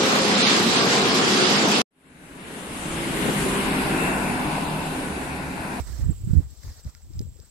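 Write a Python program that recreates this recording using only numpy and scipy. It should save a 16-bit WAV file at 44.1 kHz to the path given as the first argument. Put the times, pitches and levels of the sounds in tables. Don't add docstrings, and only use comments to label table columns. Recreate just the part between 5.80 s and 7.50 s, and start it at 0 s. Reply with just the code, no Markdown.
import sys
import numpy as np
from scipy import signal
from scipy.fft import rfft, irfft
from scipy.io import wavfile
from scipy.ndimage import uniform_filter1d, minimum_filter1d

SR = 44100
rng = np.random.default_rng(int(sys.argv[2]) if len(sys.argv) > 2 else 0)


def wav_record(signal):
    frames = np.transpose(np.atleast_2d(signal))
    bounded = np.clip(frames, -1, 1)
    quanta = np.round(bounded * 32767).astype(np.int16)
    wavfile.write(sys.argv[1], SR, quanta)


def volts_from_decibels(level):
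    exponent = np.asarray(level, float) / 20
    return 10 ** exponent


N = 74970
T = np.arange(N) / SR


def evened(x):
    return x / np.sqrt(np.mean(x ** 2) + 1e-20)


def read(points, hz):
    point_hz, value = np.transpose(points)
    return np.interp(np.log(hz + 1), np.log(point_hz + 1), value)


def resonate(x, hz, width_hz):
    turn = np.exp(2j * np.pi * hz * T)
    r = np.exp(-np.pi * width_hz / SR)
    return 2 * (turn * signal.lfilter([1 - r], [1, -r], x / turn)).real


def slow(per_s):
    rates_hz = np.geomspace(.1, 1, 24) * per_s
    return evened(sum(np.sin(2 * np.pi * (f * T + rng.random())) for f in rates_hz))


def bump(s, half_s):
    return np.exp(-.5 * ((T - s) / half_s) ** 2)


# frequency in Hz, lead in radians.
LEAD = [(0, 0), (2000, -.4), (3400, -1.7), (16000, -1.7)]


def noise_pair(colour, patchy_db, likeness):
    frames, hz = N // 128 + 5, np.fft.rfftfreq(512, 1 / SR)
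    a, b, c, d, patches = rng.standard_normal((frames, 257, 5)).T
    patches = uniform_filter1d(patches, size=8, axis=0)
    patches = evened(uniform_filter1d(patches, size=10, axis=1))
    turn = np.exp(-1j * read(LEAD, hz))[:, None]
    same = np.clip(likeness, 0, 1)
    left = a + 1j * b
    right = same * turn * left + np.sqrt(1 - same ** 2) * (c + 1j * d)
    z = np.array([left, right]) * volts_from_decibels(read(colour, hz)[:, None] + patchy_db * patches)
    return evened(signal.istft(z, nperseg=512, noverlap=384)[1][:, :N])


# time in seconds, left gain in dB, right gain in dB.
FACING = [(0, 1.5, 9.5), (.58, 1.5, 6.5), (.64, 1, 3), (1.099, 0.5, 2), (1.25, -3, 0), (1.4, 4, 5),
          (1.5, -3, 2.5), (1.7, -0.5, 0.5)]


def swing():
    s, left_db, right_db = np.transpose(FACING)
    return volts_from_decibels([np.interp(T, s, left_db), np.interp(T, s, right_db)])


# frequency in Hz, level in dB.
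HUSH = [(120, -19), (300, -1), (700, -4.5), (1800, -14.5), (2800, -9.5), (5500, -7.5), (10000, -16.5),
        (13500, -9.5)]


def tree_hush():
    return volts_from_decibels(-62.5) * noise_pair(HUSH, patchy_db=1.0, likeness=0.52)


def far_chorus():
    hz, width_hz = 7560, 2 * 510
    chorus = [resonate(resonate(v, hz, width_hz), hz, width_hz) for v in rng.standard_normal((2, N))]
    return volts_from_decibels(-66) * evened(np.array(chorus))


# first chirp centre in seconds, chirps per second, centre in Hz,
# downward sweep in Hz, level in dB.
CRICKETS = [
    (.0547, 15.29, 7570, 300, -55.5),
    (.021, 15.29, 7450, 400, -60),
    (.016, 17.13, 8050, 250, -57),
    (.041, 18.65, 7900, 400, -58),
    (.05, 17.4, 8630, 100, -63),
    (.03, 16.2, 7250, 300, -63),
]
# time in seconds, gain in dB.
SHADE = [(0, 0.5), (.58, -4.5), (.66, -9.5), (1.3, -10.5), (1.45, -8), (1.7, 0)]


def crickets():
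    chirp_s, spread_db, jitter_s, rasp_depth = .005, 2., .0012, .33
    out = np.zeros((2, N))
    for first, per_s, hz, sweep_hz, db in CRICKETS:
        count = np.round((T - first) * per_s).astype(int)
        size, turn, echo, late = rng.standard_normal((40, 4))[count + 2].T
        u = T - first - count / per_s - jitter_s * late
        rough = uniform_filter1d(uniform_filter1d(rng.standard_normal(N), size=70), size=70)
        rasp = 1 + rasp_depth * evened(rough)
        angle = 2 * np.pi * (hz * u - sweep_hz * u ** 2 / (6 * chirp_s) + turn)
        shape = rasp * volts_from_decibels(db + spread_db * size) * np.exp(-.5 * (u / chirp_s) ** 2)
        if db < CRICKETS[0][4]:
            shape = shape * volts_from_decibels(np.interp(T, *np.transpose(SHADE)))
        right_angle = angle - read(LEAD, hz) + 0.38 * echo
        out = out + shape * np.array([np.sin(angle), np.sin(right_angle)])
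    return out


def far_field():
    trill = volts_from_decibels(2) * crickets() + far_chorus()
    return swing() * trill + swing() ** 1.17 * tree_hush()


# time in seconds, peak in dB, pitch in Hz, left over right in dB.
THUDS = [
    (.207, -45.5, 560, -8),
    (.996, -52, 470, -2.5),
    (1.075, -49, 560, -1.5),
    (1.058, -51, 400, 4),
    (1.407, -45, 436, -14.5),
    (.536, -41, 400, -23),
    (.59, -43, 380, -20),
]


def thuds():
    out = np.zeros((2, N))
    for s, db, hz, pan_db in THUDS:
        sides = volts_from_decibels([[db + pan_db / 2], [db - pan_db / 2]])
        out = out + sides * bump(s, .0011) * np.sin(2 * np.pi * hz * (T - s))
    return out


# time in seconds, peak in dB, low knock in dB, thin top in dB.
TICKS = [(0.216, -58, 11, -8), (0.537, -41, -18, 1), (.709, -61, -7, 18), (0.719, -64, -12, 15),
         (0.835, -40, -6, -16), (.988, -65, -7, 14), (1.047, -40.5, -36, -12), (1.076, -51, -1, -6),
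         (1.099, -46, -17, -15), (1.145, -59, -2, 5), (1.15, -36, -8.5, -11), (1.171, -59, -10, 9),
         (1.219, -55, -4.5, -20), (1.336, -43.5, -29, -24), (1.393, -27, -38, -13.5), (1.415, -41, -14, 0),
         (1.543, -54, -11, -14), (1.568, -48, -22, -12), (1.601, -40.5, -23, -7.5)]
# start in seconds, pitch in Hz, level in dB, 60 dB decay in seconds.
RINGS = [
    (1.152, 1400, -61, .16),
    (1.153, 1450, -70, .08),
    (1.078, 1950, -65, .07),
]


def ticks():
    drive, out = np.zeros((3, N)), np.zeros(N)
    for s, db, knock_db, top_db in TICKS:
        for late_s, share in ((0, 1), (.0007, -.35)):
            drive[:, round((s + late_s) * SR)] = share * volts_from_decibels([db, db + knock_db, db + top_db])
    for v, (hz, width_hz) in zip(drive, ((5200, 3100), (1800, 1300), (12500, 6000))):
        for _ in range(3):
            v = resonate(v, hz, width_hz)
        out = out + v * SR / (2 * width_hz)
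    for s, hz, db, t60 in RINGS:
        decay = volts_from_decibels(db - 60 * np.maximum(T - s, 0) / t60)
        out = out + (T > s) * decay * np.sin(2 * np.pi * hz * T)
    late = irfft(rfft(out) * np.exp(-1j * read(LEAD, np.fft.rfftfreq(N, 1 / SR))), N)
    return np.array([out, late]) * volts_from_decibels([[-1.2], [1.2]])


# start in seconds, length in seconds, level in dB, low body in dB.
STROKES = [(-.04, 0.045, -47, 3), (0.027, 0.19, -52.5, 1), (0.19, 0.15, -74, 14.5), (0.455, 0.18, -63, 4.5),
           (0.66, 0.21, -60, -8), (0.802, 0.1, -54.5, -3), (0.894, 0.11, -55, -5.5),
           (1.028, 0.067, -57.5, -2.5), (1.11, 0.15, -65.5, -5.5), (1.286, 0.1, -65.5, -4.5),
           (1.546, 0.14, -66, -3)]
# frequency in Hz, level in dB.
HISS = [(2000, -47), (3000, -14), (4000, -3.5), (5500, 0), (6700, -4), (8500, -17), (13000, -12),
        (16000, -13)]
# frequency in Hz, level in dB.
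BODY = [(120, -14), (300, 0.5), (800, 0), (1900, 0.5), (2700, -10), (4000, -15.5)]


def grass():
    rise_s, fall_s, sag_db = 0.043, 0.02, -0.5
    hiss = noise_pair(HISS, patchy_db=1.5, likeness=0.067)
    body = noise_pair(BODY, patchy_db=-2.5, likeness=0.5)
    out = np.zeros((2, N))
    for s, length, db, body_db in STROKES:
        u = T - s
        rise = np.clip(u / rise_s, 0, 1)
        fall = np.exp(-np.maximum(u - length, 0) / fall_s)
        shape = rise * fall * volts_from_decibels(db + sag_db * np.clip(u / length, 0, 1))
        out = out + shape * (hiss + volts_from_decibels(body_db) * body)
    return out * volts_from_decibels(0.54 * slow(60)) * swing() / swing().mean(0)


# time in seconds, half length in seconds, peak in dB, pitch in Hz.
FLUTTERS = [(0.199, 0.0027, -40, 330), (0.559, 0.0037, -24.5, 280), (0.735, 0.0065, -49.5, 278),
            (1.278, 0.018, -57, 285), (1.309, 0.0074, -46, 277), (1.42, .007, -39.5, 367),
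            (1.471, 0.012, -52.5, 383), (1.563, 0.0086, -53, 395), (1.595, 0.0045, -44.5, 410),
            (1.614, 0.0057, -64, 337), (1.634, 0.0068, -54.5, 407)]


def flutter():
    out = np.zeros(N)
    for s, half, db, hz in FLUTTERS:
        out = out + volts_from_decibels(db) * bump(s, half) * np.sin(2 * np.pi * hz * (T - s + 0.0007 * slow(90)))
    return [[.08], [1]] * out


# frequency in Hz, level in dB.
SWIRL = [(15, -47), (40, 2.5), (70, -9.5), (130, -11), (200, -15.5), (350, -25), (600, -45), (1000, -76)]


def wind_on_port(eddies, breeze_db, dull_db):
    throbs, power = np.zeros(N), np.zeros(N)
    for s, half, db, hz in eddies:
        shape = volts_from_decibels(db) * bump(s, half)
        throbs = throbs - shape * np.cos(2 * np.pi * hz * (T - s))
        power = power + shape ** 2
    throbs = signal.sosfiltfilt(signal.butter(2, 32, "high", fs=SR, output="sos"), throbs)

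    smear = np.hanning(round(.045 * SR))
    level = np.sqrt(abs(signal.fftconvolve(power, smear / smear.sum(), "same")))
    bins_hz = np.fft.rfftfreq(N, 1 / SR)
    colour_db = read(SWIRL, bins_hz) + dull_db * np.log2(np.maximum(bins_hz / 150, 1))
    swirl = evened(irfft(rfft(rng.standard_normal(N)) * volts_from_decibels(colour_db), N))
    swirl = swirl / np.sqrt(uniform_filter1d(swirl ** 2, size=1500) + 0.0086)
    swirl = swirl * (volts_from_decibels(-13) * level + volts_from_decibels(breeze_db)) * volts_from_decibels(2.5 * slow(40))

    wind = throbs + swirl
    room_left = np.minimum(.72 / abs(signal.hilbert(wind)), 1)
    room_left = minimum_filter1d(room_left, size=600)
    return wind * uniform_filter1d(uniform_filter1d(room_left, size=300), size=300)


# time in seconds, half length in seconds, peak in dB, pitch in Hz.
LEFT_EDDIES = [(.036, 0.017, -32.5, 65.4), (.1, 0.0053, -30, 102), (.125, .03, -42, 61.5),
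               (.175, 0.019, -33.5, 59), (.226, 0.0096, -19, 72), (.259, 0.011, -24.5, 62.5),
               (.323, .025, -28, 87), (.355, 0.0048, -40, 57), (.388, 0.017, -34.5, 97),
               (.419, 0.0074, -29, 91), (.45, 0.0092, -22.5, 110), (.474, 0.0027, -20, 109),
               (.508, 0.021, -24, 75), (.57, 0.0025, -17, 119), (.588, 0.0047, -16.5, 128),
               (.628, 0.0046, -28.5, 80), (.657, 0.017, -28.5, 62.4), (.717, 0.014, -33, 69),
               (.799, 0.013, -35.5, 62.5), (.848, 0.0037, -25.5, 93), (.871, 0.0066, -28.5, 96),
               (.89, 0.0092, -29, 60), (.918, 0.0078, -34, 69.6), (.985, 0.018, -41.5, 76.5),
               (1.055, 0.0025, -25.5, 140), (1.069, 0.0053, -23, 93), (1.178, .018, -40, 78.4),
               (1.244, 0.025, -40, 65.6), (1.305, 0.0072, -33, 105), (1.335, 0.0084, -30.5, 62.4),
               (1.356, 0.0029, -25, 112), (1.372, 0.0093, -27, 80), (1.399, 0.017, -23.5, 92.4),
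               (1.426, 0.0085, -23, 106), (1.455, 0.0024, -22.5, 96), (1.48, .012, -31, 75),
               (1.522, 0.0062, -36.5, 117), (1.545, 0.0045, -39, 70.5), (1.566, 0.0086, -35.5, 68.4),
               (1.607, 0.0075, -33, 66), (1.645, .01, -48, 74), (1.675, 0.0067, -63, 75.5)]
# time in seconds, half length in
# seconds, peak in dB, pitch in Hz.
RIGHT_EDDIES = [(.0065, 0.0078, -14, 65), (.072, 0.017, -22, 51), (.128, 0.036, -23.5, 61),
                (.195, 0.0043, -18.5, 93), (.216, 0.01, -19, 63.4), (.231, 0.0058, -15, 80),
                (.248, 0.0035, -20.5, 110), (.265, 0.0048, -9, 71.5), (.286, 0.0062, -18, 87),
                (.299, 0.0029, -8, 117), (.315, 0.0041, -13, 67.5), (.372, 0.029, -32.5, 53),
                (.416, .005, -28, 90), (.441, 0.0034, -16.5, 74), (.476, 0.0023, -12.5, 126),
                (.498, 0.0031, -18, 142), (.514, 0.0072, -11, 81.5), (.536, 0.0028, -6, 134),
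                (.556, 0.0025, -9.5, 120), (.567, 0.0012, -19, 151), (.5805, 0.011, 0, 75.2),
                (.872, 0.0092, -30, 88), (.891, 0.0098, -28.5, 59), (.916, 0.0058, -35.5, 95),
                (1.054, 0.001, -35.5, 132), (1.068, 0.0047, -25, 74), (1.084, 0.0092, -27, 63),
                (1.253, 0.019, -39.5, 73.4), (1.338, 0.0024, -36, 76), (1.36, 0.0099, -30, 61),
                (1.374, 0.0046, -23, 95), (1.394, 0.0092, -24.5, 86), (1.406, 0.0014, -17, 170),
                (1.478, 0.0044, -29.5, 95), (1.492, 0.0027, -29.5, 65),
                (.628, 0.0027, -28.5, 90), (0.653, 0.0032, -29, 80.5), (0.671, 0.0041, -28, 80.5),
               (0.725, 0.0059, -44, 84), (0.983, 0.0067, -41, 88), (1.276, 0.01, -46.5, 99),
               (1.309, 0.0049, -38, 90), (1.524, .0047, -38, 107), (0.197, 0.0018, -30.5, 241),
               (0.288, 0.00076, -44, 224), (0.3042, 0.0025, -23.5, 220)]


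def wind():
    left = wind_on_port(LEFT_EDDIES, breeze_db=-57, dull_db=-8)
    right = wind_on_port(RIGHT_EDDIES, breeze_db=-86, dull_db=1)
    return np.array([left, right])


def scene():
    return far_field() + thuds() + ticks() + grass() + flutter() + wind()


def top_cut(x):
    return signal.sosfilt(signal.butter(12, 15900, fs=SR, output="sos"), x)


def record(dry):
    edge = signal.firwin(511, 15900, window=("kaiser", 9), fs=SR)
    mix = signal.oaconvolve(dry, edge[None], "same")
    return top_cut(mix)


dry = scene()
out = record(dry)
wav_record(out)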